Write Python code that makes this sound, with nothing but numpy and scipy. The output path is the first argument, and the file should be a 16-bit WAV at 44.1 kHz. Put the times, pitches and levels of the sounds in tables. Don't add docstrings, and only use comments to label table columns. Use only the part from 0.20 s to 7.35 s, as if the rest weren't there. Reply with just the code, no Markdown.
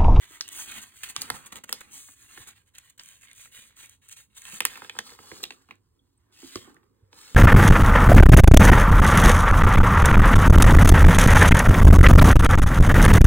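import sys
import numpy as np
from scipy import signal
from scipy.fft import rfft, irfft, next_fast_len
from scipy.io import wavfile
from scipy.ndimage import uniform_filter1d, map_coordinates

SR = 44100
rng = np.random.default_rng(int(sys.argv[2]) if len(sys.argv) > 2 else 0)


def to_wav(s):
    ch = np.atleast_2d(s).T
    pcm = np.round(np.clip(ch, -1, 1) * 32767)
    wavfile.write(sys.argv[1], SR, pcm.astype(np.int16))


N = 315226
CLOCK = np.arange(N) / SR
AGE = np.arange(SR // 5) / SR
PAN = np.array([[.5], [-.5]])

# t/s, length/s, fastest moment/share of length, hiss/dB, rustle/dB
PAGE_STROKES = [(-.01, 0.071, 0.44, -51, -52), (0.064, 0.13, 0.7, -50, -53.5),
                (0.156, 0.51, 0.26, -55.5, -55), (0.301, 0.16, 0.7, -36.5, -47.5),
                (0.458, 0.17, 0.2, -43, -46), (0.547, 0.059, 0.54, -40, -43), (0.611, 0.12, .12, -52, -55),
                (0.726, 0.16, 0.31, -52.5, -61), (0.804, 0.12, 0.58, -45, -49.5),
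                (0.936, 0.22, 0.3, -48, -48.5), (1.107, 0.12, 0.42, -47, -49),
                (1.227, 0.098, 0.16, -58.5, -56), (1.311, 0.085, 0.84, -52, -51),
                (1.468, 0.16, 0.31, -51, -54), (1.585, 0.23, 0.085, -60, -59.5),
                (1.698, 0.24, 0.22, -43.5, -58.5), (1.945, 0.19, 0.47, -54, -62.5),
                (2.072, 0.18, 0.83, -47.5, -52.5), (2.254, 0.075, 0.33, -51.5, -51.5),
                (2.345, 0.076, 0.29, -62, -62.5), (2.456, 0.049, 0.52, -67, -70),
                (2.533, 0.11, 0.14, -61.5, -60.5), (2.613, 0.11, 0.38, -60.5, -63.5),
                (2.779, 0.22, 0.55, -52.5, -59), (3.006, 0.062, 0.73, -53, -58),
                (3.048, 0.11, 0.68, -61.5, -60.5), (3.139, 0.15, 0.56, -48, -54.5),
                (3.308, 0.18, 0.29, -48, -53.5), (3.485, 0.069, 0.32, -65.5, -63),
                (3.555, 0.12, 0.41, -47.5, -53), (3.683, 0.076, 0.37, -57.5, -63),
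                (3.811, 0.086, 0.43, -61, -65), (3.903, 0.036, 0.62, -42, -52.5),
                (3.958, 0.074, 0.15, -47, -55.5), (4.092, 0.074, 0.75, -71.5, -73),
                (4.143, 0.13, 0.3, -51, -59.5), (4.211, 0.12, 0.67, -45, -49),
                (4.299, 0.097, 0.66, -39, -46), (4.412, 0.27, 0.25, -45.5, -48),
                (4.693, 0.15, 0.69, -54, -54.5), (4.821, 0.15, 0.52, -48, -55),
                (4.961, 0.38, 0.48, -48.5, -56), (5.327, 0.17, .1, -67, -69.5),
                (5.482, 0.083, 0.31, -75, -61.5), (6.112, 0.12, 0.6, -56.5, -64.5),
                (6.169, 0.28, 0.55, -46.5, -53), (6.433, 0.098, 0.29, -59.5, -60),
                (6.515, 0.059, .2, -72, -78), (6.909, 0.39, 0.34, -50, -57.5)]
# t/s, length/s, hiss/dB, rustle/dB
EDGE_FLICKS = [(0.323, 0.011, -38, -66), (0.478, 0.014, -46, -47), (0.511, 0.01, -39, -46),
               (0.613, 0.026, -41.5, -52), (0.76, 0.022, -52, -63), (0.83, 0.018, -36, -42.5),
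               (0.887, 0.024, -35, -46.5), (1.009, 0.021, -35.5, -46), (1.139, 0.029, -44, -45),
               (1.257, 0.022, -42.5, -54.5), (1.32, 0.015, -43, -45), (1.354, 0.022, -42, -50.5),
               (1.436, 0.01, -40, -44.5), (1.491, 0.0064, -37, -50), (1.605, 0.012, -45, -45),
               (2.271, 0.023, -41.5, -54), (2.58, 0.0085, -42.5, -51), (2.695, 0.012, -50, -64),
               (2.777, 0.0075, -47, -57), (2.789, 0.027, -55, -53), (3.246, 0.014, -46.5, -48.5),
               (3.342, 0.0091, -57, -53), (4.165, 0.023, -44.5, -51.5), (4.414, 0.013, -49.5, -43),
               (4.464, 0.0056, -44, -39), (5.228, 0.011, -31.5, -44)]
# t/s, low rustle against high rustle/dB
FREE_WIDTH = [(0, -9), (.55, -6.5), (.85, -12.5), (1.14, 5), (1.22, -1), (1.42, 0.5), (1.8, -8), (2.2, -7),
              (2.55, -15), (3.3, -20), (4.2, -12), (4.5, -4), (5.1, 7), (5.5, 6), (6.25, -12), (6.43, -8),
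              (6.49, 7.5), (7.1, -3)]
# t/s, sheet's share/0-1
SHEET_SHARE = [(4.38, 0.25), (4.6, 0.77)]
# t/s, level/dB
SHEET_FLEX = [(5.3, -93), (5.55, -93), (5.95, -89.5), (6.1, -77.5), (6.55, -68), (6.7, -82.5),
              (6.87, -79.5), (7.14, -68.5)]
# t/s, crack/dB, its top-octave shelf/dB, ring/dB, ring f/Hz, wave/dB, wave f/Hz, flap/dB
CREASE_SNAPS = [(0.209, -28.5, -22, -53, 3360, -52, 1800, -67),
                (0.9631, -28.5, -6, -38.5, 1190, -48.5, 1200, -67),
                (1.018, -31.5, 11.5, -35.5, 4600, -52, 701, -63),
                (1.101, -29, 5, -30.5, 1296, -35, 900, -47),
                (1.4916, -53, -0.5, -43, 1900, -53.5, 600, -53.5),
                (1.5264, -25, 8, -46.5, 1460, -44, 800, -50), (1.8863, -83, 0, -52.5, 966, -68, 900, -67),
                (2.175, -68, -10, -47, 1463, -56, 300, -55.5),
                (2.7954, -44.5, -17, -56.5, 2300, -60.5, 1013, -71),
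                (4.4047, -27, 6.5, -29, 2360, -33, 1160, -46.5),
                (4.4517, -19, 9, -31, 1900, -37, 1100, -53), (4.556, -61, 2, -44.5, 2115, -56, 901, -59),
                (4.574, -50.5, 8.5, -49, 1840, -51, 900, -68),
                (4.6192, -72.5, -2.5, -47, 1450, -46.5, 794, -51.5),
                (4.646, -57, -0.5, -44, 1320, -42.5, 1250, -70),
                (4.696, -62.5, -6, -37, 2284, -56, 700, -59),
                (4.7519, -77, 1, -55.5, 1310, -52, 804, -58.5), (4.765, -75, 0, -59, 1510, -49.5, 900, -58),
                (4.7883, -31, -2, -33, 1780, -38.5, 850, -49), (4.893, -66, -5, -54, 2120, -69, 903, -64),
                (4.918, -72, -5, -57, 1500, -56.5, 445.5, -56), (4.989, -74, -3, -52, 1270, -56, 800, -53),
                (5.1159, -61, -18, -45, 1760, -44, 375, -50.5), (5.203, -72, -3, -57, 1200, -60, 500, -63),
                (5.2384, -38, 10, -32, 3930, -50, 655, -54.5), (5.253, -54, 3, -48, 3130, -62, 701, -59),
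                (5.306, -45, -42, -41.5, 2570, -50, 700, -53.5), (5.322, -71, -8, -55, 2800, -66, 700, -67),
                (5.488, -85.5, -2, -60, 1328, -66.5, 698, -65),
                (5.509, -76, 3.5, -45.5, 2060, -54.5, 555, -56),
                (6.228, -80, 0, -58.5, 1120, -47, 280, -59),
                (6.3563, -35.5, -10, -40.5, 1150, -34, 350, -45),
                (6.566, -83, -18, -60.5, 1613, -65, 701, -68.5),
                (6.6307, -90.5, 2, -69, 1096, -72.5, 900, -68),
                (6.929, -54, -45.5, -58.5, 987, -60, 597, -61)]
# t/s, click/dB, page body/dB
EDGE_TICKS = [(0.279, -44, -52), (0.288, -40, -48), (0.8342, -38.5, -39), (0.839, -45, -41.5),
              (0.899, -52, -51), (1.0107, -49, -61), (1.2663, -55, -54), (1.3238, -50, -47),
              (1.3571, -47, -45), (1.3662, -61, -50.5), (1.4373, -60, -53), (1.6075, -46.5, -58),
              (2.551, -57, -57), (2.556, -60, -55.5), (2.583, -49, -54.5), (2.835, -51, -63),
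              (2.859, -50.5, -62), (2.8875, -49, -59), (3.072, -73, -60), (3.084, -74, -60),
              (3.1133, -56, -55.5), (3.131, -53, -62), (3.658, -50.5, -72), (3.695, -50.5, -81),
              (3.8836, -57, -68), (3.888, -48, -61), (3.895, -51, -57), (3.903, -62, -65),
              (3.913, -54, -58), (3.926, -47, -63), (4.182, -61, -69), (4.219, -48, -55),
              (4.2526, -50, -46), (4.4205, -50, -46), (4.432, -59, -50), (4.461, -45.5, -40),
              (5.555, -70, -81), (6.366, -58, -49.5), (6.373, -66, -49.5), (6.544, -63, -74)]
# t/s, level/dB, f/Hz
SOFT_BUMPS = [(0.107, -60, 317), (.575, -52.5, 214), (0.981, -51.5, 112), (1.108, -46, 125),
              (2.195, -53.5, 129.9), (3.388, -61, 206), (3.628, -67.5, 290), (4.329, -47.5, 195),
              (5.128, -47.5, 312.4), (6.24, -47, 264.5), (6.363, -47, 116.3), (6.476, -51.5, 384),
              (6.823, -56, 98.3)]
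# t/s, level/dB, f/Hz
GLOSS_SQUEAKS = [(5.791, -69, 3440), (5.974, -70.5, 8130)]

# f/Hz, level/dB
PAGE_HISS_EQ = [(60, -46), (1500, -30), (3500, -14), (5000, -9), (6200, 7.5), (7500, 4), (9500, 4.5),
                (12000, -3.5), (15500, -2.5)]
# f/Hz, level/dB
SHEET_HISS_EQ = [(1500, -25), (3000, -3), (4200, 4), (6200, 1), (7500, 0.5), (9500, -3.5), (12000, -11.5),
                 (15500, -9)]
# f/Hz, level/dB
RUSTLE_EQ = [(40, -40), (500, -20), (1000, -16.5), (1500, -2.5), (2000, 2.5), (3000, 2), (4000, 1),
             (5500, -16), (9000, -31.5)]
# f/Hz, level/dB
DEEP_RUSTLE_EQ = [(40, -48.5), (300, -21.5), (620, -10.5), (850, -3), (1150, 0), (1600, -3.5),
                  (2500, -13.5), (5000, -36.5)]
# f/Hz, level/dB
PAGE_FLUTTER_EQ = [(20, -31.5), (40, -17.5), (60, -4.5), (100, -3), (170, 1.5), (260, 0), (380, -2.5),
                   (500, -12), (620, -20), (1200, -34)]
# f/Hz, level/dB
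SHEET_FLUTTER_EQ = [(30, -30.5), (80, -20.5), (160, -4.5), (260, -2.5), (350, -3.5), (480, -2.5),
                    (620, -17.5), (1200, -35.5)]
# f/Hz, level/dB
CRACK_EQ = [(100, -48.5), (600, -28.5), (1500, -10), (3500, 0.5), (5500, 5), (7500, -4), (9700, -1.5),
            (12500, -6.5), (16000, -13)]
# f/Hz, level/dB
FLAP_EQ = [(20, -49.5), (40, -32), (100, -13.5), (200, -9.5), (350, -3.5), (480, -8), (640, -19),
           (1500, -35)]
# f/ring pitch, level/dB
PANEL_MODES = [(0.601, -10), (0.802, -13), (1, 1), (1.19, -3.5), (1.47, -7), (1.86, -12), (2.4, -15.5),
               (3.099, -14.5)]
# f/ring pitch, level/dB
PANEL_WASH = [(.25, -30), (.6, -6.5), (1, 0), (2.2, -12), (5, -25)]
# f/Hz, level/dB
PANEL_RADIATION = [(300, -20), (620, -12), (950, 0)]
# f/centre pitch, level/dB
WAVE_SHAPE = [(.04, -26), (.15, -11), (.5, -5.5), (1, 0), (1.5, -2.5), (2.3, -17.5), (6, -48)]
# f/Hz, level/dB
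WAVE_EQ = [(25, -36), (90, -4), (450, 0), (620, -5), (850, 0)]

# left delay/s, right delay/s, level/dB
NEAR_ECHOES = [(.00088, 0.00056, -15), (.00118, 0.001, -19), (.0022, 0.0025, -9.5), (.0041, 0.0036, -11.5),
               (.0055, 0.0084, -22)]
# f/Hz, level/dB
ECHO_EQ = [(2500, 2.5), (6000, -8.0), (14000, -19.0)]
# f/Hz, t60/s
ROOM_DECAY = [(150, 0.6), (1000, 0.05), (4000, 0.19), (14000, 0.037)]
# f/Hz, side level/dB
ROOM_WIDTH = [(3500, -2.5), (5200, -12.0)]
# f/Hz, level/dB
HUSH_EQ = [(20, -30.5), (45, 3), (100, 8.5), (150, -5), (400, -17), (650, -33), (1000, -14), (2000, -37),
           (5000, -33), (8500, -32.5), (15500, -30.5)]
# f/Hz, lag of the right/rad
MIC_LAG = [(0, 0), (350, .05), (1000, .7), (2200, 1.4), (3200, 1.5), (5500, 3.14), (8600, 6.28),
           (11700, 9.42), (15000, 12.57), (17000, 13.5)]
# f/Hz, left minus right/dB
MIC_TILT = [(50, -0.5), (130, -5), (300, -2), (1000, -5), (2200, -3.5), (4000, -2.5), (7000, -0.5)]

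SWELL_DB, SWELL_SHAPE = 10.5, 1.6
EASE_IN, RELEASE_S = .1, .13
HELD_HISS_DB, HELD_RUSTLE_DB, HELD_FLUTTER_DB = -82.5, -91.5, -77.5
FLUTTER_DB, FLUTTER_GROWS = -8, .87
SHEET_FLUTTER_DB, FLEX_FLUTTER_DB = 1, 5
KINK_DB, LIGHT_RUB_DB, KINK_BLUR = -10, -52, .8
CATCH_DB, CATCH_HZ, CATCH_OCTAVES, CATCH_CYCLES = -5, 2350, .55, 30
WAVE_TRAVEL_S, WAVE_REF_HZ, DISPERSION = .0028, 700, .9
SHEET_PAN_DB, WAVE_PAN_DB = 1.5, -4
TOP_HZ = 16000


def sliding():
    hiss, rustle = rubbing()
    width = amp(np.interp(CLOCK, *np.transpose(FREE_WIDTH)))
    flex = amp(np.interp(CLOCK, *np.transpose(SHEET_FLEX)))
    flutter = rustle * width ** FLUTTER_GROWS * amp(FLUTTER_DB + SHEET_FLUTTER_DB * opened())
    flutter = np.hypot(flutter, amp(HELD_FLUTTER_DB))
    flutter = np.hypot(flutter, amp(FLEX_FLUTTER_DB) * flex)
    grip = amp(.9 * wobble(45) + 1.2 * wobble(300))
    blur = np.maximum(hiss / amp(LIGHT_RUB_DB), 1) ** KINK_BLUR
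    crinkle = amp(KINK_DB) / blur * slips(rate=70, spread_db=3.2)[0]
    fine = friction(rate=1200, spread_db=3.5, grain_db=-6, patchy_db=2, side_db=-18) + crinkle
    coarse = friction(rate=450, spread_db=3.5, grain_db=-3, patchy_db=3.6, side_db=-7) + crinkle
    broad = friction(rate=200, spread_db=2.5, grain_db=-5, patchy_db=3, side_db=-2.5)
    slow = friction(rate=40, spread_db=5, grain_db=-16.5, patchy_db=3, side_db=-4)
    grit = amp(CATCH_DB) * (1 - .5 * opened()) * catches(rate=260, spread_db=15)
    high_rustle = rustle / np.hypot(1, width)
    crisp = high_rustle * unit(unit(colour(coarse, RUSTLE_EQ)) + grit)
    deep = np.hypot(width * high_rustle, flex) * unit(colour(broad, DEEP_RUSTLE_EQ))
    surface = hiss * through_paper(fine, PAGE_HISS_EQ, SHEET_HISS_EQ)
    bending = flutter * through_paper(slow, PAGE_FLUTTER_EQ, SHEET_FLUTTER_EQ)
    return grip * (surface + crisp + deep) + bending


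def rubbing():
    hiss = np.full(N, amp(HELD_HISS_DB) ** 2)
    rustle = np.full(N, amp(HELD_RUSTLE_DB) ** 2)
    for start, length, fastest, hiss_db, rustle_db in PAGE_STROKES:
        swell = stroke(length, fastest)
        add(hiss, start, (amp(hiss_db) * swell) ** 2)
        add(rustle, start, (amp(rustle_db) * swell) ** 2)
    for start, length, hiss_db, rustle_db in EDGE_FLICKS:
        flick = np.interp(AGE, [0, .003, .74 * length, 1.3 * length], [.029, .84, .98, .0088])
        add(hiss, start, (amp(hiss_db) * flick) ** 2)
        add(rustle, start, (amp(rustle_db) * flick) ** 2)
    return np.sqrt(hiss), np.sqrt(rustle)


def stroke(length, fastest):
    t = np.arange(int((length + RELEASE_S) * SR)) / SR
    attack = np.minimum(t / (EASE_IN * length), 1)
    slowness = np.interp(t, [0, np.clip(fastest, .02, .98) * length, length], [1, 0, 1])
    resting = np.maximum(t - length, 0) / RELEASE_S
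    return attack * amp(-SWELL_DB * slowness ** SWELL_SHAPE - 60 * resting)


def friction(rate, spread_db, grain_db, patchy_db, side_db):
    fibres = rng.standard_normal((2, N)) + amp(grain_db) * slips(rate, spread_db)
    bands = signal.stft(fibres, nperseg=512)[2]
    patches = rng.standard_normal(bands.shape[1:])
    patches = uniform_filter1d(patches, size=3, axis=0)
    patches = uniform_filter1d(patches, size=12, axis=1)
    mid, side = signal.istft(bands * amp(patchy_db * unit(patches)), nperseg=512)[1][:, :N]
    return mid + amp(side_db) * np.array([side, -side])


def slips(rate, spread_db):
    count = int(rate * N / SR)
    when = rng.integers(N, size=(2, count))
    sizes = amp(spread_db * np.minimum(rng.exponential(size=(2, count)), 4))
    sizes *= rng.choice([-1, 1], (2, count))
    return unit(np.array([np.bincount(i, size, N) for i, size in zip(when, sizes)]))


def catches(rate, spread_db):
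    out, t = np.zeros(N), AGE[:SR // 40]
    for when, height, size in zip(*rng.random((3, int(rate * N / SR)))):
        hz = CATCH_HZ * 2 ** (CATCH_OCTAVES * (2 * height - 1 + rng.standard_normal((3, 1)) / 2))
        ring = np.sin(2 * np.pi * hz * t) * amp(-60 * t * hz / CATCH_CYCLES)
        add(out, when * N / SR, amp(spread_db * size) * ring.sum(axis=0))
    return unit(out)


def through_paper(x, booklet_eq, sheet_eq):
    share = opened()
    return (1 - share) * unit(colour(x, booklet_eq)) + share * unit(colour(x, sheet_eq))


def opened():
    return np.interp(CLOCK, *np.transpose(SHEET_SHARE))


def snaps():
    out = np.zeros(N)
    for s, crack_db, top_db, ring_db, hz, _, _, flap_db in CREASE_SNAPS:
        crack_eq = [(f, db + top_db * np.interp(f, [6500, 11000], [0, 1])) for f, db in CRACK_EQ]
        wash_eq = [(hz * ratio, db) for ratio, db in PANEL_WASH]
        crack = burst(crack_eq, rise=.0005, t60=.0058)
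        ring = colour(panel(hz, cycles=18), PANEL_RADIATION)
        wash = colour(burst(wash_eq, rise=.00027, t60=.009), PANEL_RADIATION)
        settling = burst(RUSTLE_EQ, rise=.00029, t60=.055)
        fibres_giving = crunch(CRACK_EQ, rate=1400, rise=.001, t60=.05)
        flap = crunch(FLAP_EQ, rate=1500, rise=.0015, t60=.055)
        add(out, s + .0002, amp(crack_db) * crack + amp(ring_db) * ring)
        add(out, s + .0005, amp(ring_db - 4.5) * wash)
        add(out, s, amp(ring_db - 12.5) * settling)
        add(out, s + .002, amp(crack_db - 13) * fibres_giving)
        add(out, s + .005, amp(flap_db) * flap)
    return out


def panel(hz, cycles):
    ratio, db = np.transpose(PANEL_MODES)[:, :, None]
    detune, strength, phase = rng.standard_normal((3, len(PANEL_MODES), 1))
    f = hz * ratio * (1 + .078 * detune * (ratio != 1))
    modes = amp(db + 2 * strength) * np.sin(2 * np.pi * (f * AGE + phase))
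    decay = fade(rise=.00013, t60=cycles / np.sqrt(f * hz))
    return unit_hit((modes * decay).sum(axis=0))


def crunch(eq, rate, rise, t60):
    buckles = (rng.random(len(AGE)) < rate / SR) * rng.standard_normal(len(AGE))
    return unit_hit(colour(buckles * fade(rise, t60), eq))


def waves():
    out = np.zeros(N)
    for s, *_, wave_db, wave_hz, _ in CREASE_SNAPS:
        add(out, s, amp(wave_db) * bending_wave(wave_hz))
    return colour(out, WAVE_EQ) * amp(PAN * WAVE_PAN_DB)


def bending_wave(hz):
    f = np.fft.rfftfreq(len(AGE), 1 / SR)
    delay = WAVE_TRAVEL_S * amp(rng.standard_normal()) * (WAVE_REF_HZ / (f + 30)) ** DISPERSION
    phase = 2 * np.pi * (np.cumsum(delay) * f[1] + rng.random())
    gain = amp(along([(hz * ratio, db) for ratio, db in WAVE_SHAPE], f))
    chirp = irfft(gain * np.exp(-1j * phase), len(AGE))
    return unit_hit(chirp * np.linspace(1, 0, len(AGE)))


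def ticks():
    out = np.zeros(N)
    for s, click_db, body_db in EDGE_TICKS:
        add(out, s, amp(click_db) * burst(PAGE_HISS_EQ, rise=.0003, t60=.008))
        add(out, s, amp(body_db) * burst(RUSTLE_EQ, rise=.0003, t60=.011))
    return out


def bumps():
    out = np.zeros(N)
    soft_attack = 1 - np.exp(-AGE / .0045)
    for s, db, hz in SOFT_BUMPS:
        add(out, s, amp(db) * unit_hit(panel(hz, cycles=12) * soft_attack))
    return out


def squeaks():
    out = np.zeros(N)
    for s, db, hz in GLOSS_SQUEAKS:
        pitch = hz * (1 + .05 * wobble(370)[:len(AGE)])
        tone = np.sin(2 * np.pi * np.cumsum(pitch) / SR)
        add(out, s, amp(db) * unit_hit(tone * fade(rise=.0034, t60=.025)))
    return out


def near_echoes(x):
    dull = colour(x, ECHO_EQ)
    out = np.zeros((2, N))
    for *delays, db in NEAR_ECHOES:
        stretch = 1 + .1 * wobble(1.5)
        for channel, delay in enumerate(delays):
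            out[channel] += amp(db) * np.interp(CLOCK - delay * stretch, CLOCK, dull[channel])
    return out


def walls(x, predelay_s):
    hz, t, bands = signal.stft(rng.standard_normal((2, SR // 2)), SR, nperseg=256)
    decay = amp(-60 * t / along(ROOM_DECAY, hz)[:, None])
    mid, side = signal.istft(bands * decay, SR, nperseg=256)[1]
    side = colour(side, ROOM_WIDTH)
    tail = np.array([mid + side, mid - side]) / np.linalg.norm(mid)
    tail = np.pad(tail, ((0, 0), (round(predelay_s * SR), 0)))
    return signal.fftconvolve(x, tail, axes=1)[:, :N]


def hush():
    return unit(colour(rng.standard_normal(N) + .34 * rng.standard_normal((2, N)), HUSH_EQ))


def amp(db):
    return 10 ** (np.asarray(db) / 20)


def unit(x):
    return x / np.sqrt(np.mean(x ** 2) + 1e-20)


def unit_hit(x):
    return x * np.sqrt(SR / 100 / (np.sum(x ** 2) + 1e-20))


def along(points, hz):
    f, value = np.transpose(points)
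    return np.interp(np.log(hz + 1), np.log(f + 1), value)


def wobble(rate):
    knots = rng.standard_normal(int(N * rate / SR) + 4)
    steps = np.arange(0, len(knots) - 1, 1 / 10)
    return np.interp(CLOCK * rate, steps, map_coordinates(knots, [steps]))


def colour(x, eq):
    n = x.shape[-1]
    size = 2 * next_fast_len(n // 2 + 2048)
    gain = amp(along(eq, np.fft.rfftfreq(size, 1 / SR)))
    cepstrum = irfft(np.log(gain), size)
    cepstrum[1:size // 2] *= 2
    cepstrum[size // 2 + 1:] = 0
    return irfft(rfft(x, size) * np.exp(rfft(cepstrum)), size)[..., :n]


def add(track, s, sound):
    part = track[max(round(s * SR), 0):][:len(sound)]
    part += sound[:len(part)]


def fade(rise, t60):
    return (1 - np.exp(-(AGE / rise) ** 2)) * amp(-60 * AGE / t60)


def burst(eq, rise, t60):
    return unit_hit(colour(rng.standard_normal(len(AGE)) * fade(rise, t60), eq))


def scene():
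    paper = sliding() + snaps() + waves() + ticks() + bumps() + squeaks()
    paper *= amp(PAN * SHEET_PAN_DB * opened())
    room_tone = amp(-71.5) * hush()
    return paper + near_echoes(paper) + amp(-18) * walls(paper, predelay_s=.012) + room_tone


def record(dry):
    size = next_fast_len(N + SR // 2)
    hz = np.fft.rfftfreq(size, 1 / SR)
    balance = amp(PAN * along(MIC_TILT, hz))
    balance /= np.sqrt(np.mean(balance ** 2, axis=0))
    phase = np.exp(1j * PAN * np.interp(hz, *np.transpose(MIC_LAG)))
    high_cut = np.clip((TOP_HZ - hz) / 500 + .5, 0, 1)
    return irfft(rfft(dry, size) * balance * phase * high_cut, size)[:, :N]


dry = scene()
out = record(dry)
to_wav(out)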